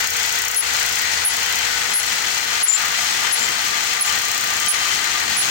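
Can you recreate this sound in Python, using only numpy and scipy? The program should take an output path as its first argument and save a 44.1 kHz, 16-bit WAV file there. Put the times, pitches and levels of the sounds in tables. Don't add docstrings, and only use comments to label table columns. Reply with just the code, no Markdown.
import sys
import numpy as np
from scipy import signal
from scipy.fft import rfft, irfft, next_fast_len
from scipy.io import wavfile
from scipy.ndimage import uniform_filter1d

SR = 44100
rng = np.random.default_rng(int(sys.argv[2]) if len(sys.argv) > 2 else 0)


def log_audio(samples):
    frames = np.atleast_2d(samples).T
    limited = np.clip(frames, -1, 1)
    pcm = np.round(limited * 32767).astype(np.int16)
    wavfile.write(sys.argv[1], SR, pcm)


N = 242770
MESH_HZ = 481
# place along the machine in m, distance from the microphone's path in m,
# relative level in dB with the microphone abreast.
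GEARS = (0.069, 0.36, -39)


def from_db(db):
    return 10 ** (np.asarray(db) / 20)


def rms_one(x):
    return x / np.sqrt(np.mean(x ** 2) + 1e-20)


def in_time(rows):
    return np.interp(np.arange(N) / SR, *np.transpose(rows))


def at_hz(points, hz, column=1):
    table = np.array(points)
    return np.interp(np.log(hz + 1), np.log(table[:, 0]), table[:, column])


def filtered(x, response):
    size = next_fast_len(N + SR // 10)
    hz = np.arange(size // 2 + 1) * SR / size
    return irfft(rfft(x, size) * response(hz), size)[..., :N]


def drift(rate_hz):
    r = np.exp(-40 * np.pi * rate_hz / SR)
    slow = signal.lfilter([1], [1, -2 * r, r * r], rng.standard_normal(N // 20 + 4002))[4000:]
    return np.interp(np.arange(N) / 20, np.arange(len(slow)), rms_one(slow))


def resonance(x, hz, width_hz):
    r = np.exp(-np.pi * width_hz / SR)
    return rms_one(signal.lfilter([1, 0, -1], [1, -2 * r * np.cos(2 * np.pi * hz / SR), r * r], x))


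def diffuse(spectrum):
    # frequency in Hz, correlation of left and right.
    likeness = [(60, 0.64), (130, 0.98), (290, 0.96), (500, 0), (720, 0.99), (950, 0.33), (1400, 0),
                (3000, 0.019), (15000, 0.23)]
    mid, side = rng.standard_normal((2, N))
    mid = filtered(mid, lambda hz: from_db(at_hz(spectrum, hz)) * np.sqrt(1 + at_hz(likeness, hz)))
    side = filtered(side, lambda hz: from_db(at_hz(spectrum, hz)) * np.sqrt(1 - at_hz(likeness, hz)))
    return rms_one(np.array([mid + side, mid - side]))


def heard_db(part):
    # time in seconds, place along the machine in m.
    mic_path = [(0, -.1), (.75, .03), (1.75, 0.14), (2.5, 0.6), (3.2, 0.56), (4.2, 0.75), (5.5, 0.98)]
    place_m, nearest_m, abreast_db = part
    return abreast_db - 10 * np.log10(1 + ((in_time(mic_path) - place_m) / nearest_m) ** 2)


def rollers(level_db, turns_per_s=48.7, patchy_db=1.03):
    # frequency in Hz, relative noise density in dB.
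    spectrum = [(500, -19), (740, -8), (1050, -8), (1450, -3), (2000, -1.5), (2700, -3), (3700, -6.5),
                (5200, -7), (6700, -1.5), (8000, -4), (10000, -16), (16000, -30.5)]
    turn = 2 * np.pi * np.cumsum(turns_per_s + 0.42 * drift(2.8)) / SR
    mesh = 2 * np.pi * MESH_HZ * np.arange(N) / SR
    throb_db = 0.66 * np.sin(turn) + 0.5 * np.sin(2 * turn) - 0.5 * np.sin(mesh)
    noise = signal.sosfilt(signal.butter(3, 480, "high", fs=SR, output="sos"), diffuse(spectrum))
    dull = filtered(noise, lambda hz: 1 / (1 + (hz / 3000) ** 4))
    rolling = dull * from_db(patchy_db * drift(8.6))
    yarn_friction = (noise - dull) * from_db(patchy_db * drift(7.3))
    grain_db = 0.7 * drift(380)
    return (rolling + yarn_friction) * from_db(level_db + throb_db + grain_db)


def floor_rumble(swell_db, level_db=-44):
    # frequency in Hz, relative noise density in dB.
    spectrum = [(22, -32), (45, -8.5), (70, -9), (100, -4), (160, -1.5), (260, 0), (400, 2), (550, -4.5),
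                (900, -18)]
    return from_db(level_db + swell_db + 1.7 * drift(8.1)) * diffuse(spectrum)


def frame(chatter_db, chatter_share=0.2):
    # place in m, distance from the microphone's path in m, relative level abreast in dB.
    bracket_spot = (0.77, 0.17, -36)
    housing_spot = (0.4, 0.55, -31)
    # frequency in Hz, width in Hz, level in dB.
    modes = [(733, 53, -48), (857, 88, -44), (1520, 21, -50.5), (1876, 45, -41), (2353, 23, -42.5),
             (2630, 20, -52), (3124, 58, -42), (3422, 25, -44.5), (4127, 31, -43.5), (4234, 110, -41),
             (4524, 76, -52.5), (5880, 67, -42.5), (6524, 100, -36)]
    rattle = (rng.standard_normal((2, N)) + 0.4 * rng.standard_normal(N)) * from_db(2.6 * drift(87))
    housing_db = heard_db(housing_spot) - 6 + chatter_share * (chatter_db - chatter_db.mean())
    bracket = from_db(heard_db(bracket_spot) - 1) * resonance(resonance(rattle, 1198.6, 37), 1198.6, 37)
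    gearbox = from_db(heard_db(GEARS) - 1) * resonance(rattle, 1490, 104)
    housing = from_db(housing_db) * resonance(resonance(rattle, 2003, 140), 2003, 140)
    lesser = sum(from_db(db + 1.4 * drift(10.4)) * resonance(rattle, hz, width) for hz, width, db in modes)
    return bracket + gearbox + housing + lesser


def whine(hz, wander_hz, flutter_db):
    phase = 2 * np.pi * np.cumsum(hz + wander_hz * drift(7.26)) / SR
    sides = [np.sin(phase + drift(0.93)) * from_db(flutter_db * drift(3.8)) for _ in range(2)]
    return np.sqrt(2) * np.array(sides)


def drive(hum_hz=80.5, pinion_follows=0.38):
    # place in m, distance from the microphone's path in m, relative level abreast in dB.
    motor_spot = (.03, 0.19, -49)
    # frequency in Hz, relative level in dB.
    gear_tones = [(914, -12), (1492, -6), (1974, -3)]
    bearing_tones = [(1251, -47), (1542, -47), (1875, -40), (3109, -40.5), (4102, -47.5)]
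    motor_db, gear_db = heard_db(motor_spot), heard_db(GEARS)
    phase = 2 * np.pi * np.cumsum(hum_hz + 3 * drift(6.7)) / SR
    hum = np.sqrt(2) * np.sin(phase) * from_db(motor_db - 3.5 + 2 * drift(5.9))
    mesh = 2 * np.pi * np.cumsum(MESH_HZ + 1.06 * drift(8.4)) / SR
    pinion_db = -44 + pinion_follows * (motor_db - motor_db.mean()) + 1.7 * drift(10)
    pinion = np.sqrt(2) * np.sin(mesh) * from_db(pinion_db)
    gears = sum(from_db(gear_db + db) * whine(hz, wander_hz=2.1, flutter_db=4) for hz, db in gear_tones)
    bearings = sum(from_db(db - 4.5) * whine(hz, wander_hz=6.77, flutter_db=5) for hz, db in bearing_tones)
    drone = from_db(-60) * resonance(rng.standard_normal(N), hz=93, width_hz=22)
    return hum + pinion + gears + bearings + drone


def spool_chatter(fade_s=0.047):
    # start in seconds, length in seconds, dB above the usual tick.
    spells = [(-.1, 0.71, 10), (0.722, 0.3, 9), (1.332, 0.27, 7), (1.843, 0.32, 3), (2.78, 0.45, 2.5),
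              (4.033, 0.67, 7)]
    t = np.arange(N) / SR
    return sum(db * np.clip(np.minimum(t - start, start + length - t) / fade_s + 0.5, 0, 1)
               for start, length, db in spells)


def spindle(chatter_db, tick_db=-36.5, uneven_db=2.5, rise_s=0.002, decay_s=0.003, rub=0.049):
    # time in seconds, spindle turns per second.
    speed = [(0, 31.68), (2.2, 31.62), (3.5, 31.42), (4.6, 31.65), (5.5, 31.45)]
    # frequency in Hz, relative noise density in dB.
    spectrum = [(500, -38), (2000, -25), (4000, -13), (6500, 15.5), (9000, 5), (12000, -3.5), (14200, -5.5),
                (14800, -1.5), (15500, -3)]
    turns = np.cumsum(in_time(speed)) / SR + 0.79
    count = turns.astype(int)
    age = (turns - count) / speed[0][1]
    envelope = rms_one((1 - np.exp(-age / rise_s)) * np.exp(-age / decay_s) + rub)
    strength_db = uneven_db * np.clip(rng.standard_normal(count[-1] + 1), -1.6, 1.6)[count]
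    return diffuse(spectrum) * envelope * from_db(tick_db + chatter_db + strength_db)


def stick_slip(events, sag_hz, sag_s, jitter_hz, rough_db, settle_s, rise_s, ring_s):
    out, t = np.zeros((2, N)), np.arange(N) / SR
    jitter, grip = drift(250), np.clip(drift(150), -1.7, 1.2)
    for start, length, db, pan_db, hz in events:
        span = (t >= start) & (t < start + length + 0.1)
        age = t[span] - start
        attack = 1 - np.exp(-(age / rise_s) ** 2)
        ring_out = np.exp(-np.maximum(age - length, 0) / ring_s)
        unsettled = np.exp(-age / settle_s)
        pitch = hz - sag_hz * np.exp(-age / sag_s) + jitter_hz * jitter[span] * unsettled
        tone = np.sqrt(2) * np.sin(2 * np.pi * np.cumsum(pitch) / SR)
        level = attack * ring_out * from_db(db + rough_db * grip[span] * unsettled)
        out[:, span] += tone * level * from_db([[pan_db / 2], [-pan_db / 2]])
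    return out


def workshop(x, t60_s):
    t = np.arange(SR // 2) / SR
    tail = rng.standard_normal((2, len(t))) * from_db(-60 * t / t60_s) * (1 - np.exp(-t / 0.006))
    tail /= np.sqrt(np.sum(tail ** 2, axis=1, keepdims=True))
    return signal.fftconvolve(x, tail, axes=1)[:, :N]


def yarn_guide(squeak_hz=10610):
    # start in seconds, length in seconds, relative level in dB, left over right in dB.
    strokes = [(0.56, 0.044, -6.5, 9.5), (1.247, 0.039, -7.5, 3), (1.936, 0.054, -9, 6.5),
               (2.628, 0.022, -4, 3), (3.32, 0.027, -10.5, 10), (4.007, 0.021, -7.5, 1),
               (4.681, 0.038, -12.5, -8), (5.366, 0.053, -14.5, -5.5)]
    # the same four, then pitch in Hz.
    returns = [(2.675, .028, -12, 19, 7210), (2.714, .042, -19, 19, 7270), (3.372, .08, -30, 13, 7330),
               (3.398, .014, -25, 12, 7270), (4.046, .055, -31.5, 13, 7300), (4.598, .016, -34, 13, 8300)]
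    squeaks = stick_slip([(*row, squeak_hz) for row in strokes], sag_hz=103, sag_s=0.01, jitter_hz=132,
                         rough_db=5.5, settle_s=0.043, rise_s=0.0022, ring_s=0.0043)
    chirps = stick_slip(returns, sag_hz=110, sag_s=0.03, jitter_hz=95,
                        rough_db=4, settle_s=0.15, rise_s=0.011, ring_s=0.009)
    grit = rms_one(signal.sosfilt(signal.butter(1, 700, fs=SR, output="sos"), rng.standard_normal(N)))
    direct = (from_db(-5) * squeaks + chirps) * (1 + from_db(-17.5) * grit)
    return direct + from_db(-16.5) * workshop(direct, t60_s=0.22)


def base_boom():
    # place in m, distance from the microphone's path in m, level abreast in dB.
    base_spot = (1.07, 0.12, -40.5)
    # frequency in Hz, relative noise density in dB.
    spectrum = [(25, -22), (45, -10), (85, 2), (150, -6), (230, 0), (400, 1), (600, -10), (1200, -40)]
    return from_db(heard_db(base_spot)) * diffuse(spectrum)


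def scene():
    # time in seconds, relative level in dB.
    whir_levels = [(0.05, -20.5), (.1, -24.5), (.17, -20.7), (.36, -21), (.53, -24), (.67, -20.5),
                   (2.1, -21), (3, -20), (4.4, -20.5), (5.5, -20)]
    whir_db = in_time(whir_levels) + 0.18 * drift(5.4)
    swell_db = whir_db - whir_db.mean()
    chatter_db = spool_chatter()
    rumble = floor_rumble(swell_db)
    ringing = from_db(swell_db) * frame(chatter_db)
    hum = drive()
    boom = base_boom()
    return rollers(whir_db - 3) + rumble + ringing + hum + spindle(chatter_db) + yarn_guide() + boom


def gain_control(x, threshold_db=-21.5, slope=0.54, release_db_per_s=400, bass_slope=0.89, bass_s=0.016):
    treble = signal.sosfilt(signal.butter(2, 6500, "high", fs=SR, output="sos"), x)
    power = uniform_filter1d(np.mean(treble ** 2, axis=0), size=260)
    level_db = 10 * np.log10(np.abs(power) + 1e-12)
    fall_db = release_db_per_s * np.arange(N) / SR
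    held_db = np.maximum.accumulate(level_db + fall_db) - fall_db
    excess_db = uniform_filter1d(np.maximum(held_db - threshold_db, 0), size=200)
    r = np.exp(-1 / (bass_s * SR))
    late_db = signal.lfilter([1 - r], [1, -r], excess_db)
    bass = filtered(x, lambda hz: 1 / (1 + (hz / 400) ** 4))
    return (x - bass + bass * from_db(-bass_slope * late_db)) * from_db(-slope * excess_db)


def record(dry):
    # frequency in Hz, left gain in dB, right gain in dB.
    ports = [(80, 4.5, 1), (765, 3.5, -1), (1320, 5.5, 0.5), (2400, 6, -2), (5190, 7, 1), (6570, 2, -9),
             (8040, 1, -18.5), (9640, 1, -3.5), (11800, -3, 7.5), (13900, -3, 4.5), (14250, 15, 6),
             (14500, 8, 14.5)]
    lag_s, cutoff_hz = 0.001069, 15850
    left = filtered(dry[0], lambda hz: from_db(at_hz(ports, hz)) * np.exp(-2j * np.pi * hz * lag_s))
    right = filtered(dry[1], lambda hz: from_db(at_hz(ports, hz, column=2)))
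    low_pass = signal.ellip(12, 0.1, 80, cutoff_hz, fs=SR, output="sos")
    return signal.sosfilt(low_pass, gain_control(np.array([left, right])))


dry = scene()
out = record(dry)
log_audio(out)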